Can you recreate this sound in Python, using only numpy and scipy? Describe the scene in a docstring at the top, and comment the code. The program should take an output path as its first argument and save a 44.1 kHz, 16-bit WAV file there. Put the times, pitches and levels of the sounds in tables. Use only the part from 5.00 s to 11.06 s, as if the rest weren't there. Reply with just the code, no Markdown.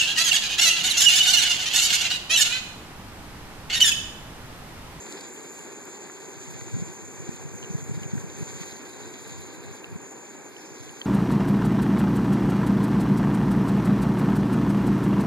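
"""Camp stove and stirred pan

A breeze rumbles and thumps on two close microphone ports. A gas flame roars as shaped noise and its jet hisses
as a fuzzy whistle. Food sizzles and squelches as crowds of random bubbles, and drops of fat snap as short bursts.
A spoon scrapes, scuffs and ticks on the pan with gritty noise and short rings. The recorder widens the stereo.
"""
import sys
import numpy as np
from scipy import signal
from scipy.fft import rfft, irfft, next_fast_len
from scipy.io import wavfile

SR = 44100
rng = np.random.default_rng(int(sys.argv[2]) if len(sys.argv) > 2 else 0)


def persist_wave(psi):
    """Save psi, clipped to +-1, as 16-bit WAV."""
    counts = np.round(np.clip(psi, -1, 1) * 32767).astype(np.int16)
    wavfile.write(sys.argv[1], SR, np.atleast_2d(counts).T)


N = 267113
TIME = np.arange(N) / SR
PADDED = next_fast_len(N, True)
HZ = np.fft.rfftfreq(PADDED, 1 / SR)
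EDGE_HZ = 14500  # top of the recorded band
PAN_LEAD_S = 0.00017  # sound from the pan reaches the left port this much earlier
PAN_DIFFUSE_HZ = 10500  # above this, bubble sounds arrive scattered, unrelated at the two ports
# All levels in the tables are relative: trims, placing and the recorder still change them.


def from_db(db):
    """Turns decibels into a gain."""
    return 10 ** (np.asarray(db) / 20)


def unit(x):
    """Scales a sound to an rms of 1."""
    return x / np.sqrt(np.mean(x ** 2) + 1e-20)


def over_time(rows):
    """Draws the columns of a time table as lines, read at every sample."""
    s, *columns = np.transpose(rows)
    return [np.interp(TIME, s, c) for c in columns]


def over_hz(rows):
    """Draws the columns of a frequency table as lines, read at every frequency."""
    hz, *columns = np.transpose(rows)
    return [np.interp(np.log(HZ + 1), np.log(hz + 1), c) for c in columns]


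def filtered(x, response):
    """Passes a sound through a frequency response."""
    return irfft(rfft(x, PADDED) * response, PADDED)[..., :N]


def resonance(hz, width_hz):
    """Response of something that rings at one pitch, gain 1 at its centre."""
    return 1j * HZ * width_hz / (hz ** 2 - HZ ** 2 + 1j * HZ * width_hz)


def wander(rate_hz):
    """Slow random movement of rms 1, mostly below the given rate."""
    keep_slow = (HZ > 1) / (1 + (HZ / rate_hz) ** 4)
    return unit(filtered(rng.standard_normal(N), keep_slow))


def placed(balance_db):
    """Gains of the left and right port, of mean power 1; a positive balance favours the left."""
    ratio = from_db(np.atleast_1d(balance_db))
    return np.array([ratio, np.ones_like(ratio)]) * np.sqrt(2 / (1 + ratio ** 2))


def chance_times(per_s):
    """Picks random moments at a mean rate."""
    return TIME[rng.random(N) < per_s / SR]


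def swells(rows, settle):
    """Power of overlapping swells, each building up to its height and dying away."""
    power = np.zeros(N)
    for s, length, db in rows:
        along = 2 * (TIME - s) / length
        stretched = np.where(along < 0, along, along / settle)
        power += from_db(db) ** 2 * np.exp(-stretched ** 2)
    return power


def add(mix, s, sound):
    """Mixes a sound in at time s."""
    part = mix[max(round(s * SR), 0):][:len(sound)]
    part += sound[:len(part)]


def tick(t, contact_s, hz, width_hz):
    """A dying burst of grit sets off a damped ring, peak 1."""
    grit = rng.standard_normal(len(t)) * np.exp(-t / contact_s)
    ring = t * np.exp(-np.pi * width_hz * t) * np.sin(2 * np.pi * hz * t)
    sound = signal.fftconvolve(grit, ring)
    return sound / abs(sound).max()


def crackle(per_s, spread_db):
    """Tiny clicks at random, mostly small; each reaches the ports in its own proportion."""
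    size = from_db(spread_db * np.minimum(rng.exponential(1, N), 4))
    happens = rng.random(N) < per_s / SR
    return unit(size * happens * rng.uniform(-1.06, 1, (2, N)))


def bubbles(spectrum, per_s, spread_db, likeness, count=6):
    """Bubbles of several sizes burst, each in its own pitch range, in a haze of steam; the left hears first."""
    centres = np.linspace(0, EDGE_HZ, count)
    out = rfft(rng.standard_normal((2, PADDED)))  # the steam
    for hz in centres:
        share = np.sqrt(np.maximum(1 - abs(HZ - hz) / centres[1], 0))
        out += share * rfft(crackle(per_s, spread_db), PADDED)
    left, other = out
    likeness = likeness / (1 + (HZ / PAN_DIFFUSE_HZ) ** 12)
    right = likeness * left + np.sqrt(1 - likeness ** 2) * other
    right = right * np.exp(-2j * np.pi * HZ * PAN_LEAD_S)
    colour = from_db(over_hz(spectrum)[0])
    return unit(irfft(np.array([left, right]) * colour, PADDED)[:, :N])


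EDDY_WINDOW_S = .08


def eddy(db, swing_hz, width_s, skew=1.0, steepness=0.25):
    """A whirl passes a port: a sharp dip of pressure that snaps back into a crest, centred in its window."""
    t = TIME[:round(EDDY_WINDOW_S * SR)] - EDDY_WINDOW_S / 2
    swell = np.exp(-.5 * (t / width_s) ** 2)
    turn = 2 * np.pi * swing_hz * t + skew + rng.uniform(-0.13, 0.41)
    return -from_db(db) * swell * np.cos(turn - steepness * swell * np.cos(turn))


# the breeze's rumble: (frequency [Hz], level [dB per Hz])
RUMBLE_COLOUR = [(20, -32), (50, -14), (85, 4.5), (120, 2.5), (170, 0), (250, -12), (400, -27), (800, -64)]
# gusts reach the ports: (time of the height [s], twice the rise time [s], level [dB])
GUST_SWELLS = [(1.6, 0.31, -45), (1.78, 0.15, -37.5), (2.4, 0.78, -44.5), (3.02, 0.78, -41.5),
               (3.48, 0.38, -47), (4.04, 0.13, -48), (4.37, 0.29, -45.5), (4.69, 0.064, -39.5),
               (4.94, 0.1, -45.5), (5.85, 0.12, -49)]
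CALM_DB, GUST_SETTLE = -68, 1.13  # the air between gusts; a gust's fall time over its rise time
# the strongest eddies: (time [s], level [dB], swing [Hz], half-length [s])
STRONG_EDDIES = [(1.511, -32, 150, .004), (1.622, -26.5, 126, 0.0037), (1.748, -17.5, 119, 0.0083),
                 (1.767, -22.5, 220, 0.0045), (1.826, -21, 176, 0.005), (2.205, -29, 150, .004),
                 (2.293, -18, 177, 0.0022), (2.454, -28.5, 140, 0.0045), (2.555, -24.5, 137, 0.0033),
                 (2.708, -25.5, 169, 0.005), (2.753, -15.5, 140, 0.0051), (2.828, -26, 146, .005),
                 (2.897, -19, 164, 0.0025), (2.918, -19, 138, 0.0045), (2.952, -22, 136, 0.0062),
                 (2.978, -18.5, 150, 0.0036), (3.019, -23, 147, 0.0026), (3.063, -22, 131, 0.0052),
                 (3.137, -15.5, 172, 0.0036), (3.156, -17.5, 190, 0.0026), (3.178, -19.5, 122.4, 0.0068),
                 (3.245, -25, 171, 0.0053), (3.41, -22, 141.7, 0.0029), (3.429, -21, 130, 0.0035),
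                 (3.614, -26.5, 168, 0.0064), (4.321, -31, 125.1, .007), (4.39, -33, 140, 0.0073),
                 (4.662, -31, 108.8, 0.0071), (4.928, -27, 134, 0.0038), (4.96, -20, 149, 0.003),
                 (5.72, -37, 130, 0.0043), (5.812, -35, 114, 0.0098), (5.907, -38, 135, 0.0089)]
SMALL_EDDIES_PER_S, SMALL_EDDY_DB = 8.9, 10.5  # smaller ones at random; level above the breeze before the trim
SMALL_EDDY_HZ, SMALL_EDDY_S = (111, 182), 0.004  # their range of swing and their half-length


def wind(eddy_trim_db=-1.5, lump_db=2, lump_hz=18, balance_db=9):
    """Lumpy rumble, unrelated at the two ports, and eddies that thump on the windward (left) port."""
    rumble = unit(filtered(rng.standard_normal((2, N)), from_db(over_hz(RUMBLE_COLOUR)[0])))
    air_db = 10 * np.log10(from_db(CALM_DB) ** 2 + swells(GUST_SWELLS, GUST_SETTLE))
    lumps = from_db(air_db + lump_db * wander(lump_hz))
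    small = [(s, np.interp(s, TIME, air_db) + SMALL_EDDY_DB, rng.uniform(*SMALL_EDDY_HZ), SMALL_EDDY_S)
             for s in chance_times(SMALL_EDDIES_PER_S)]
    thumps = np.zeros((2, N))
    for s, db, hz, width_s in STRONG_EDDIES + small:
        add(thumps[0], s - EDDY_WINDOW_S / 2, eddy(eddy_trim_db + db, hz, width_s))
    return (rumble * lumps + thumps) * placed(balance_db)


# colour of the flame: (frequency [Hz], level [dB per Hz])
FLAME_COLOUR = [(30, -82.5), (70, -81), (130, -69.5), (250, -65.5), (390, -63), (480, -71), (640, -77.5),
                (830, -76.5), (1100, -81), (1400, -85), (1620, -80.5), (1950, -86), (2400, -81),
                (4000, -100.5)]
# how the flame reaches the two ports:
# (frequency [Hz], left minus right [dB], likeness [0-1], lead of the left [radians])
FLAME_AT_PORTS = [(130.0, 0.0, 0.77, -0.1), (250.0, 1.0, 0.99, -0.0), (390.0, 0.0, 0.99, -0.0),
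                  (480.0, -3.0, 0.93, -0.0), (560.0, -5.0, 0.58, 1.0), (660.0, 3.0, 0.53, 1.9),
                  (780.0, 7.0, 0.67, 0.1), (1000.0, 0.0, 0.79, 0.3), (1200.0, -3.0, 0.52, 1.7),
                  (1600.0, 1.0, 0.62, 0.1), (2050.0, 2.0, 0.42, 1.5), (2600.0, 2.0, 0.57, 1.3),
                  (3400.0, 3.0, 0.29, -2.2), (4300.0, 0.0, 0.48, -0.1)]
# loudness of the roar: (time [s], level [dB])
FLAME_LEVEL = [(0.02, -44.5), (0.77, -45.5), (1.42, -46), (3.24, -45), (3.3, -45), (6.03, -47.0)]


def flame(trim_db=5.5, flutter_db=0.92, flutter_hz=25):
    """Turbulent burning under the pan makes a broad, low roar that flutters a little."""
    roar_db, = over_time(FLAME_LEVEL)
    balance_db, likeness, lead = over_hz(FLAME_AT_PORTS)
    left, other = rfft(rng.standard_normal((2, PADDED)))
    right = (likeness * left + np.sqrt(1 - likeness ** 2) * other) * np.exp(-1j * lead)
    colour = from_db(over_hz(FLAME_COLOUR)[0]) / (1 + (HZ / 4200) ** 6)  # dulled towards the treble
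    roar = unit(irfft(np.array([left, right]) * placed(balance_db) * colour, PADDED)[:, :N])
    return roar * from_db(trim_db + roar_db + flutter_db * wander(flutter_hz))


# loudness of the hiss, which dips as the pan shifts over the burner: (time [s], level [dB])
JET_LEVEL = [(0.02, -46), (1.3, -48), (1.8, -44), (1.92, -47), (2.36, -45.5), (2.43, -47.5), (3.36, -46.5),
             (3.52, -43), (3.87, -48), (4.32, -46.5), (4.65, -51.5), (4.76, -47.5), (4.91, -56),
             (5.04, -47), (5.46, -49.5), (5.52, -56.5), (5.64, -51), (6.03, -48.5)]
# pitch of the hiss before its waver: (time [s], pitch [Hz])
JET_CENTRE = [(0.02, 6800), (.55, 6850), (1.4, 6680), (2.42, 6740), (2.63, 6510), (2.85, 6740), (3.4, 6600),
              (3.85, 6760), (5.3, 6800), (5.6, 6700), (6.03, 6620)]
# the upper whistle against the main one: (time [s], level [dB])
UPPER_WHISTLE_LEVEL = [(0.02, -8), (3.6, -10.5), (4.6, -15.5), (6.03, -12)]
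JET_DRIFT_HZ, JET_DRIFT_RATE_HZ = 30.8, 6.64  # rms size and top rate of the waver


def jet(trim_db=-0.2, width_hz=950, balance_db=-25.0, flutter_db=0.97, flutter_hz=20,
        upper_hz=7450, upper_width_hz=700, lead=2.7):
    """Gas rushing from the nozzle rings in the mixing tube: a fuzzy whistle and a weaker one above it."""
    hiss_db, = over_time(JET_LEVEL)
    centre_hz = over_time(JET_CENTRE)[0] + JET_DRIFT_HZ * wander(JET_DRIFT_RATE_HZ)
    band = 1 / (1 + (2 * HZ / width_hz) ** 2) ** 1.19
    a, b = filtered(rng.standard_normal((2, N)), band)
    # slow noise carried up to the whistle's pitch; the left port leads, in radians
    turn = 2 * np.pi * np.cumsum(centre_hz) / SR + np.array([[lead], [0]])
    whistle = unit(a * np.cos(turn) + b * np.sin(turn)) * placed(balance_db)
    upper = unit(filtered(rng.standard_normal((2, N)), resonance(upper_hz, upper_width_hz) ** 2))
    both = whistle + from_db(over_time(UPPER_WHISTLE_LEVEL)[0]) * upper
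    return both * from_db(trim_db + hiss_db + flutter_db * wander(flutter_hz))


# colour of the wet squelch: (frequency [Hz], level [dB per Hz])
SQUELCH_COLOUR = [(800, -7.5), (1500, -0.5), (2300, 7), (2850, -4), (3400, 5), (4000, 2), (4500, 2.5),
                  (5400, -3), (6200, -78), (8000, -24)]
# the spoon turns the food over, heard here and in the sizzle:
# (time of the height [s], twice the rise time [s], level [dB])
STIR_SWELLS = [(.14, 0.52, -48.5), (.45, 0.38, -62), (.88, 0.98, -54.5), (1.68, 0.94, -51.5),
               (2.35, 0.32, -54), (3.06, 1, -55.5), (3.66, 0.43, -47.5), (4.3, 0.83, -51.5),
               (4.77, 0.2, -54), (5.8, 0.61, -56.5), (6.04, 0.3, -57)]
STIR_SETTLE, REST_SQUELCH_DB = 0.51, -57.5  # a stir's fall time over its rise time; the food left alone


def squelch(trim_db=-1.0, per_s=1500, spread_db=3.5, likeness=0.3, clump_db=1.77, clump_hz=22):
    """Wet food turned onto hot metal: clumps of bursting bubbles."""
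    stir_db = 10 * np.log10(from_db(REST_SQUELCH_DB) ** 2 + swells(STIR_SWELLS, STIR_SETTLE))
    loudness = from_db(trim_db + stir_db + clump_db * wander(clump_hz))
    return bubbles(SQUELCH_COLOUR, per_s, spread_db, likeness) * loudness


# colour of the frying fat: (frequency [Hz], level [dB per Hz])
SIZZLE_COLOUR = [(3000, -10), (6000, 1.5), (8000, 4.5), (9000, 4), (10300, 3), (11700, 2.5), (13000, -0.5),
                 (14200, -3), (15000, -18)]
# the steady sizzle, which eases as the food is turned: (time [s], level [dB])
STEADY_SIZZLE = [(0.02, -65), (.55, -57), (.8, -63), (3.1, -60.5), (3.6, -60), (5, -62.5), (5.7, -62.5),
                 (6.03, -60)]
STIR_SIZZLE_DB = -10  # sizzle that a stir sets off, against its squelch before the trims


def sizzle(trim_db=2, per_s=2600, spread_db=4.0, likeness=1.0, clump_db=1.85, clump_hz=25):
    """Fine spatter of frying fat; each stir sets off some more."""
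    steady = from_db(over_time(STEADY_SIZZLE)[0]) ** 2
    stirred = from_db(STIR_SIZZLE_DB) ** 2 * swells(STIR_SWELLS, STIR_SETTLE)
    fat_db = 10 * np.log10(steady + stirred)
    loudness = from_db(trim_db + fat_db + clump_db * wander(clump_hz))
    return bubbles(SIZZLE_COLOUR, per_s, spread_db, likeness) * loudness


# the loudest drops of fat burst: (time [s], peak level [dB], centre [Hz])
LOUD_SPITS = [(0.124, -20.5, 7200), (0.21, -20, 7700), (.211, -39, 10800), (.428, -36, 8800),
              (.853, -31, 11500), (.902, -37, 11000), (2.322, -43, 9500), (2.363, -36, 8800),
              (2.844, -36, 12500), (3.765, -40, 10500), (3.894, -36, 10800), (4.321, -43, 11000),
              (5.827, -33, 11100), (5.909, -36, 10500)]
SMALL_SPITS_PER_S, SMALL_SPIT_DB, SMALL_SPIT_HZ = 1.5, -56, (8300, 12000)  # smaller drops, at random


def spits(trim_db=-7, decay_s=0.00084, width_hz=2600, balance_db=-12):
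    """Larger drops of fat snap open: a few loud ones among small ones at random."""
    t, out = TIME[:900], np.zeros(N)
    small = [(s, SMALL_SPIT_DB, rng.uniform(*SMALL_SPIT_HZ)) for s in chance_times(SMALL_SPITS_PER_S)]
    for s, db, hz in LOUD_SPITS + small:
        add(out, s, from_db(db) * tick(t, decay_s, hz, width_hz))
    return from_db(trim_db) * out * placed(balance_db)


# the spoon scrapes along the metal:
# (start [s], end [s], level [dB], centre [Hz], width of the resonance, used twice [Hz])
SCRAPES = [(0.013, 0.274, -60, 4100, 2600), (3.513, 3.796, -60, 3900, 2500),
           (3.616, 3.649, -45, 1604, 2200), (3.666, 4.892, -60, 3910, 710),
           (5.504, 5.883, -56.5, 5400, 1580)]


def strokes(per_s=1400, spread_db=2.0, slip_db=2.0, slip_hz=30, fade=0.42):
    """Each stroke is a gritty hiss with its own pitch, uneven as the spoon slips."""
    out = np.zeros((2, N))
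    for start, end, db, hz, width_hz in SCRAPES:
        along = (TIME - start) / (end - start)
        pressure = np.clip(np.minimum(along, 1 - along) / fade * 2, 0, 1)
        hiss = unit(filtered(crackle(per_s, spread_db), resonance(hz, width_hz) ** 2))
        out += from_db(db) * pressure * hiss
    return out * from_db(slip_db * wander(slip_hz))


# the spoon scuffs through the food: (time [s], peak level [dB], centre [Hz])
SCUFFS = [(.124, -31.5, 4360), (0.209, -33.5, 4480), (1.098, -30, 1900), (1.611, -33, 2160),
          (1.612, -36.5, 4400), (3.179, -29.5, 1380), (3.632, -28.5, 1950), (3.711, -38, 4060),
          (3.721, -35, 4130), (3.765, -39, 4200), (6.014, -34, 1800)]


def scuffs(trim_db=-2.5, contact_s=0.0024, width_hz=1400, balance_db=14):
    """Each scuff is a short gritty scrape on a pan that the food damps."""
    t, out = TIME[:1500], np.zeros(N)
    for s, db, hz in SCUFFS:
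        add(out, s, from_db(db) * tick(t, contact_s, hz, width_hz))
    return from_db(trim_db) * out * placed(balance_db)


# the spoon's edge knocks on the pan: (time [s], level [dB], ring [Hz])
KNOCKS = [(.363, -39, 3170), (.592, -37, 2730), (1.295, -50, 3470), (1.472, -43, 2870), (2.6275, -31, 3000),
          (2.637, -34, 3030), (2.6452, -34, 2930), (3.0325, -33.5, 2950), (3.3, -37, 3760),
          (4.843, -30, 2680), (5.565, -36, 2970), (5.892, -35, 3020), (6.015, -25, 3180)]
TAP_RISE_S, TAP_T60_S = .0005, .009  # time to build up; time to fall by 60 dB


def taps(trim_db=-3, balance_db=2, grit_db=-6, grit_s=0.006, grit_width_hz=1300,
         overtone=1.37, overtone_db=-9):
    """Edge knocks: a quickly damped ring and its overtone, pitched by the spot, with a little grit."""
    t, out = TIME[:1500], np.zeros(N)
    ring = (1 - np.exp(-t / TAP_RISE_S)) * from_db(-60 * t / TAP_T60_S)
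    for s, db, hz in KNOCKS:
        grit = from_db(grit_db) * tick(t, grit_s, hz, grit_width_hz)[:len(t)]
        modes = np.sin(2 * np.pi * hz * t) + from_db(overtone_db) * np.sin(2 * np.pi * hz * overtone * t)
        add(out, s, from_db(db) * (ring / ring.max() * modes + grit))
    right = filtered(out, np.exp(-2j * np.pi * HZ * PAN_LEAD_S))
    return from_db(trim_db) * np.array([out, right]) * placed(balance_db)


def scene():
    """Adds up everything heard at the left and right port."""
    stove = flame() + jet()
    food = squelch() + sizzle() + spits()
    spoon = strokes() + scuffs() + taps()
    return wind() + stove + food + spoon


def record(dry, low_cut_hz=55, narrow_hz=30, lag_samples=15):
    """Cuts the deep bass, widens by taking the delayed other side from each side, and limits the band."""
    ports = filtered(dry, HZ ** 2 / np.sqrt(HZ ** 4 + low_cut_hz ** 4))
    delay = np.exp(-2j * np.pi * HZ * lag_samples / SR)
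    crossfeed = delay * HZ ** 4 / (HZ ** 4 + narrow_hz ** 4)  # fades out in the deep bass
    wide = (ports - filtered(ports[::-1], crossfeed)) / np.sqrt(2)
    band_limit = signal.firwin(401, EDGE_HZ, window=("kaiser", 9), fs=SR)
    return signal.oaconvolve(wide, band_limit[None], "same", axes=1)


dry = scene()
out = record(dry)
persist_wave(out)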